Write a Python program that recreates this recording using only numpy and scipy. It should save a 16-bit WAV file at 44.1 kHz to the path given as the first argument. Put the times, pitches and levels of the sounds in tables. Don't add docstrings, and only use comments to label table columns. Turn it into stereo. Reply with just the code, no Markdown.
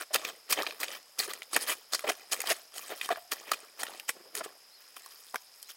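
import sys
import numpy as np
from scipy import signal
from scipy.fft import rfft, irfft
from scipy.io import wavfile
from scipy.ndimage import uniform_filter1d

SR = 44100
rng = np.random.default_rng(int(sys.argv[2]) if len(sys.argv) > 2 else 0)


def generate_wav(sig):
    pcm = np.round(np.clip(np.atleast_2d(sig).T, -1, 1) * 32767).astype(np.int16)
    wavfile.write(sys.argv[1], SR, pcm)


N = 254016
TIME = np.arange(N) / SR
CUTOFF_HZ = 16000

# (time [s], kneading length [s], crackle level [dB], brightness [dB],
# splash length [s], splash level [dB])
TREADS = [(0.136, 0.14, -48, -3, 0.015, -30), (0.501, 0.23, -47.5, -1, 0.015, -28.5),
          (0.801, 0.13, -49.5, -1, 0.018, -38), (1.188, 0.17, -50.5, 0, 0.025, -33.5),
          (1.528, 0.18, -46.5, -0.5, .028, -36), (1.925, 0.29, -54.5, 2, 0.032, -32),
          (2.317, 0.24, -49.5, 1, .026, -30.5), (2.748, 0.43, -53, 3, 0.041, -50.5),
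          (3.322, 0.32, -54.5, -1, 0.013, -33), (3.791, 0.18, -50.5, -1, 0.034, -43),
          (4.348, 0.13, -56, -6, 0.053, -42)]
# (lowest pitch [Hz], highest pitch [Hz], ring sharpness Q)
BUBBLES = [(323.6, 973, 0.87), (1042, 3580, 4), (4200, 18900, 6.4)]


def from_db(db):
    return 10 ** (np.asarray(db) / 20)


def rms_one(x):
    return x / np.sqrt(np.mean(x ** 2) + 1e-20)


def over_hz(points, size):
    hz, *columns = np.transpose(points)
    bins = np.log(np.fft.rfftfreq(size, 1 / SR) + 1)
    return [np.interp(bins, np.log(hz), column) for column in columns]


def resonance(hz, q):
    return np.concatenate(signal.iirpeak(min(hz, .45 * SR), max(q, 1), fs=SR))[None]


def band(low_hz, high_hz):
    return signal.butter(2, [low_hz, min(high_hz, .45 * SR)], "band", fs=SR, output="sos")


def kneading(big_bubble_db=-1.5):
    levels = working()
    gains = from_db(levels + [[big_bubble_db], [0], [0]])
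    clicks = burstings(per_s=4000, size_db=-0.5, clump_db=4.5)
    crackle = bubbling(clicks, gains, patch_db=10.0)
    return crackle + blips(levels, level_db=2.5)


def working(press_s=0.012, ease_db_per_s=19):
    # (time [s], length [s], crackle level [dB], brightness [dB])
    pushes = [(4.143, .19, -70.5, -14.5), (4.807, 0.091, -65, 6), (4.962, 0.15, -60.5, 4),
              (5.14, 0.27, -66.5, 10), (5.54, .2, -74, 14.5)]
    # (big bubbles [dB], small bubbles [dB], bursting films [dB])
    crackle_mix = (-3.5, 0, -0.44)
    # (big bubbles [dB], small bubbles [dB], bursting films [dB])
    resting_mix = (-86, -78, -65)
    # (big bubbles [dB/s], small bubbles [dB/s], bursting films [dB/s])
    release_db_per_s = (141, 171, 115)
    power = from_db(resting_mix)[:, None] ** 2
    for s, length, db, brightness_db, *_ in TREADS + pushes:
        t = TIME - s
        ease_db = ease_db_per_s * (np.clip(t, 0, length) - length / 2)
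        release_db = np.outer(release_db_per_s, np.maximum(t - length, 0))
        build = np.exp(np.minimum(t, 0) / press_s)
        press = build * from_db(-(ease_db + release_db))
        power = power + (from_db(by_size(crackle_mix, db, brightness_db)) * press) ** 2
    return 10 * np.log10(power)


def by_size(mix_db, db, brightness_db):
    return np.array(mix_db)[:, None] + db + brightness_db * np.array([[-1], [0], [1]])


def burstings(per_s, size_db, clump_db, largest=2.6):
    slow_noise = uniform_filter1d(uniform_filter1d(rng.standard_normal(N), size=110), size=70)
    clumps = rms_one(slow_noise)
    sizes = from_db(size_db * np.minimum(rng.exponential(1, N), largest) + clump_db * clumps)
    happens = rng.random(N) < per_s / SR
    clicks = sizes * rng.choice([-1, 1], N) * happens
    power = uniform_filter1d(uniform_filter1d(clicks ** 2, size=600), size=400)
    return clicks / np.sqrt(np.abs(power) + 1e-6)


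def bubbling(clicks, gains, patch_db, count=11):
    out, unit = np.zeros(N), signal.unit_impulse(2048)
    for (low_hz, high_hz, q), gain in zip(BUBBLES, gains):
        edges = band(.7 * low_hz, 1.15 * high_hz)
        dealt = rng.integers(0, count, N)
        drive = clicks * gain
        favour = from_db(patch_db * rng.standard_normal((count, 560)))
        favour /= np.sqrt(np.mean(favour ** 2, axis=0))
        moments = np.linspace(0, N, favour.shape[1])
        for k, hz in enumerate(np.geomspace(low_hz, high_hz, count)):
            bubble = np.vstack([resonance(hz, q), edges])
            own = np.flatnonzero(dealt == k)
            strikes = np.full(N, 1e-18)
            strikes[own] = drive[own] * np.interp(own, moments, favour[k])
            out += signal.sosfilt(bubble, strikes) / np.linalg.norm(signal.sosfilt(bubble, unit))
    return out


def blips(db_levels, level_db, cycles=3.5, rise=0.17, spread_db=10.0, count=420, size=1400):
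    out, t = np.zeros(N + size), TIME[:size]
    kinds = [np.log(low_hz * high_hz) / 2 for low_hz, high_hz, q in BUBBLES]
    for when, pitch, strength in rng.random((count, 3)):
        at = int(when * N)
        hz = 360 * 10 ** pitch
        age = t * min(hz, 1500) / cycles
        db = np.interp(np.log(hz), kinds, db_levels[:, at])
        db = db + level_db + spread_db * (2 * strength - 1)
        turn = 2 * np.pi * np.cumsum(hz * (1 + rise * np.tanh(age))) / SR
        swell = 2 * age * np.exp(1 - 2 * age)
        out[at:at + size] += from_db(db) * swell * np.sin(turn)
    return out[:N]


def squirts(rise_s=0.003, fall_s=0.0051, sag_db=7.0, gap_q=4.7, gap_gain=0.98,
            level_db=-2.0, thud_db=-26.5, thud_hz=190):
    gains, gates = np.zeros((3, N)), []
    for s, length, sizes_db, hz in outflows():
        span = slice(max(0, int((s - .01) * SR)), int((s + length + .04) * SR))
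        t = TIME[span] - s
        gate = np.exp(np.minimum(t, 0) / rise_s - np.maximum(t - length, 0) / fall_s)
        gate *= from_db(-sag_db * (2 * np.clip(t / length, 0, 1) - 1) ** 2)
        gains[:, span] = np.maximum(gains[:, span], from_db(sizes_db) * gate)
        gates.append((span, gate, hz))
    clicks = burstings(per_s=9000, size_db=0.5, clump_db=3.5)
    spray = bubbling(clicks, gains, patch_db=8.0)
    lone = blips(20 * np.log10(gains + 1e-6), level_db=-3.5, count=900)
    rumble = rms_one(signal.sosfilt(resonance(thud_hz, 1.9), clicks))
    out = spray + lone + from_db(thud_db) * gains[0] * rumble
    for span, gate, hz in gates:
        out[span] += gap_gain * signal.sosfilt(resonance(hz, gap_q), spray[span] * gate)
    return from_db(level_db) * out


def outflows(sole_gap_hz=4500):
    # (time [s], length [s], level [dB], brightness [dB], gap resonance [Hz])
    squirt_list = [(0, 0.033, -37.5, 0, 1480), (0.149, 0.014, -23.5, -4, 2670),
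                   (0.248, 0.0033, -28, 0.5, 2730), (0.261, 0.048, -41, -0.5, 3550),
                   (0.523, 0.013, -25, 5.5, 2520), (0.572, 0.047, -32, -8.5, 1850),
                   (0.668, 0.0064, -35, -2.5, 2400), (0.826, 0.019, -31, 2, 2070),
                   (0.893, 0.084, -43.5, 2, 3200), (1.213, 0.048, -39, 5.5, 2560),
                   (1.291, 0.031, -39, -.5, 3550), (1.556, 0.018, -25.5, -4.5, 1150),
                   (1.604, 0.037, -41.5, 9, 5030), (1.672, 0.064, -31, 3, 3100),
                   (2.067, 0.019, -31.5, -6.5, 454), (2.088, .015, -23, -1.5, 677),
                   (2.117, 0.0069, -35.5, -2.5, 4800), (2.457, 0.038, -36, 0.5, 4130),
                   (2.49, .037, -26, 1, 730), (2.893, 0.048, -38.5, -7.5, 720),
                   (2.962, 0.039, -60.5, 13.5, 5000), (3.02, .05, -42, 3, 3160),
                   (3.112, .017, -29, -7, 686), (3.318, 0.005, -25, 2, 2470),
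                   (3.474, 0.03, -43.5, -6, 2400), (3.517, 0.0044, -24, 1, 2520),
                   (3.532, 0.013, -33.5, 0, 2400), (3.83, 0.0068, -34, -8, 1800),
                   (4.084, 0.021, -32.5, 4, 2170), (4.436, 0.02, -43, 5.5, 2790),
                   (4.964, 0.0066, -41, 2, 1050), (5.1, 0.033, -58, 7, 1100),
                   (5.346, 0.015, -45.5, -11.5, 764), (5.687, 0.03, -47, 5.5, 3350)]
    # (big bubbles [dB], small bubbles [dB], bursting films [dB])
    splash_mix = (-6.5, 0, 5.64)
    # (big bubbles [dB], small bubbles [dB], bursting films [dB])
    squirt_mix = (-7.5, 0, -1.5)
    flows = []
    for s, *_, length, db in TREADS:
        flows.append((s, length, by_size(splash_mix, db, 0), sole_gap_hz))
    for s, length, db, brightness_db, hz in squirt_list:
        flows.append((s, length, by_size(squirt_mix, db, brightness_db), hz))
    return flows


def pops(ring_cycles=4.3, snap_s=0.0015, splat_s=0.0023, ring_db=-9.0, snap_db=-6.0, splat_db=-12.0, size=1500):
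    # (time [s], ring and spatter level [dB], pocket pitch [Hz], snap level [dB])
    pockets = [(0.145, -9.5, 3500, -12.5), (0.159, -6, 2600, -14), (0.529, -13, 2500, -14),
               (0.622, -16.5, 3900, -28), (0.632, -21, 1220, -25), (0.666, -12, 2370, -43),
               (0.709, -19.5, 2550, -47), (0.882, -18, 3300, -41), (1.191, -15, 4900, -14),
               (1.335, -19, 1930, -21), (1.42, -19, 2220, -36), (1.564, -7, 1810, -9.5),
               (1.431, -28, 4500, -35), (1.993, -20, 2050, -25.5), (2.404, -15, 2120, -17),
               (2.417, -20, 2400, -19), (2.472, -13.5, 3660, -27), (2.781, -24, 2980, -21.5),
               (3.013, -13, 2500, -26.5), (3.09, -13, 1130, -27.5), (3.159, -23.5, 1650, -43),
               (3.317, -21.5, 2450, -18), (3.517, -9.5, 1256, -14.5), (3.833, -18, 1760, -16.5),
               (3.867, -23, 2850, -48), (3.998, -24, 2820, -28), (4.092, -11, 1940, -18.5),
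               (4.352, -22.5, 1800, -18), (5.061, -32, 1090, -32.5), (5.344, -15.5, 1000, -29),
               (5.358, -13.5, 1560, -23), (5.628, -49, 4900, -26.5)]
    out, t = np.zeros(N + size), TIME[:size]
    for s, pocket_db, hz, film_db in pockets:
        white = rng.choice([-1., 1.], (2, size))
        ring = np.sin(2 * np.pi * hz * t) * np.exp(-t * hz / ring_cycles)
        splat = rms_one(signal.sosfilt(band(0.61 * hz, 1.48 * hz), white[0])) * np.exp(-t / splat_s)
        snap = rms_one(signal.sosfilt(band(3500, 14400), white[1])) * np.exp(-t / snap_s)
        at = int(s * SR)
        out[at:at + size] += from_db(pocket_db) * (from_db(ring_db) * ring + from_db(splat_db) * splat)
        out[at:at + size] += from_db(film_db + snap_db) * snap
    return out[:N]


def gulps(glide=-0.081, wobble=0.042, flutter=0.53, froth=.42, froth_top_hz=1800):
    # (time [s], length [s], pitch [Hz], level [dB])
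    hollows = [(0.106, 0.023, 615, -44), (0.686, 0.019, 564, -38.5), (1.277, 0.019, 388, -35),
               (2.039, 0.031, 595, -30), (2.1, 0.011, 680, -25.5), (2.438, 0.011, 784, -34),
               (2.502, 0.037, 683, -31), (3.102, 0.022, 700, -22.5), (3.17, 0.026, 667, -38.5),
               (4.159, 0.034, 367, -48), (4.197, 0.041, 345, -53), (4.25, 0.048, 402, -57),
               (4.365, 0.075, 406, -44.5), (4.406, 0.019, 641, -29.5), (4.457, 0.018, 406, -38),
               (5.338, 0.033, 742, -38)]
    out = np.zeros(N)
    for s, length, hz, db in hollows:
        phase = np.arange(int(length * SR)) / (length * SR)
        white = rng.standard_normal((3, 16384))
        walls, neck = rms_one(uniform_filter1d(white[:2], size=90))[:, :len(phase)]
        foam = rms_one(signal.sosfilt(band(hz / 2, froth_top_hz), white[2]))[:len(phase)]
        pitch = hz * (1 + glide * (phase - .5) + wobble * walls)
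        turn = 2 * np.pi * np.cumsum(pitch) / SR
        swell = np.sin(np.pi * np.sqrt(phase)) ** 2
        tone = np.sin(turn) * (1 + flutter * neck)
        at = int(s * SR)
        out[at:at + len(phase)] += from_db(db) * swell * (tone + froth * foam)
    return out


def microphones(x):
    # (pitch [Hz], left minus right [dB], left lead [rad])
    ports = [(100, -0.5, -0.069), (1050, 1, -0.82), (2130, 0, -0.4), (3860, 3, 1), (7600, 5, -0.14),
             (15200, 2.5, 0.97)]
    balance_db, lead = over_hz(ports, N)
    half = from_db(balance_db / 2) * np.exp(1j * lead / 2)
    return irfft(rfft(x) * np.array([half, 1 / half]), N)


def clods(x, level_db=-8.0, t60_s=0.048, low_hz=2600, size=2048):
    scatter = signal.sosfilt(band(low_hz, CUTOFF_HZ), rng.standard_normal((2, size)))
    scatter = scatter * from_db(-60 * TIME[:size] / t60_s)
    scatter /= np.linalg.norm(scatter, axis=1, keepdims=True)
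    return from_db(level_db) * signal.fftconvolve(x[None], scatter, axes=1)[:, :N]


def yard(x, t60_s=0.42, level_db=-15.5, size=32768):
    # (pitch [Hz], level [dB])
    scatter_tone = [(100, 16), (400, -36), (700, 3), (1500, -18), (4000, 0), (15000, -7)]
    t = TIME[:size]
    tail = rng.standard_normal((2, size)) * from_db(-60 * t / t60_s) * np.minimum(t / 0.0059, 1)
    tail = tail[0] + .5 * tail[1] * np.array([[1], [-1]])
    tail = irfft(rfft(rms_one(tail)) * from_db(over_hz(scatter_tone, size)[0])) / np.sqrt(size)
    return from_db(level_db) * signal.fftconvolve(x[None], tail, axes=1)[:, :N]


def outdoors(air_db=-59.5, air_side=1.0, insect_side=1.0):
    # (pitch [Hz], relative level [dB])
    air_tone = [(25, -31), (70, -16.5), (150, -7), (270, -5.5), (450, 4), (900, 5.5), (3000, 3.5),
                (15500, -6.5)]
    # (pitch [Hz], width [Hz], level [dB])
    insects = [(5070, 540, -59), (11300, 910, -67)]

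    def noise(side):
        return rng.standard_normal(N) + side * rng.standard_normal(N) * np.array([[1], [-1]])

    air = irfft(rfft(noise(air_side)) * from_db(over_hz(air_tone, N)[0]), N)
    out = from_db(air_db) * rms_one(air)
    for hz, width, db in insects:
        hiss = signal.sosfilt(band(hz - width / 2, hz + width / 2), noise(insect_side))
        out += from_db(db) * rms_one(hiss)
    return out


def bird(arch=.18, level_db=-58.5):
    # (time [s], length [s], top pitch [Hz])
    calls = [(4.7, 0.1, 4450), (5.027, 0.058, 4470), (5.642, 0.071, 4200)]
    out = np.zeros(N)
    for s, length, hz in calls:
        phase = np.clip((TIME - s) / length, 0, 1)
        pitch = hz * (1 - arch * np.abs(2 * phase - 1))
        out += np.sin(np.pi * phase) * np.sin(2 * np.pi * np.cumsum(pitch) / SR)
    waver = 1 + .5 * rms_one(uniform_filter1d(rng.standard_normal(N), size=200))
    return from_db(level_db) * out * waver


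def scene(pocket_low_hz=300):
    # (delay [s], level [dB])
    reflections = [(.00165, -15), (.00252, -22)]
    no_bass = signal.butter(2, pocket_low_hz, "high", fs=SR, output="sos")
    cavities = signal.sosfilt(no_bass, pops() + gulps() + 1e-18)
    mud = kneading() + squirts() + cavities
    mud = mud + sum(from_db(db) * np.interp(TIME - delay, TIME, mud, left=0) for delay, db in reflections)
    return microphones(mud) + clods(mud) + yard(mud) + outdoors() + bird()


def record(dry):
    return signal.sosfilt(signal.ellip(10, .2, 80, CUTOFF_HZ, fs=SR, output="sos"), dry)


dry = scene()
out = record(dry)
generate_wav(out)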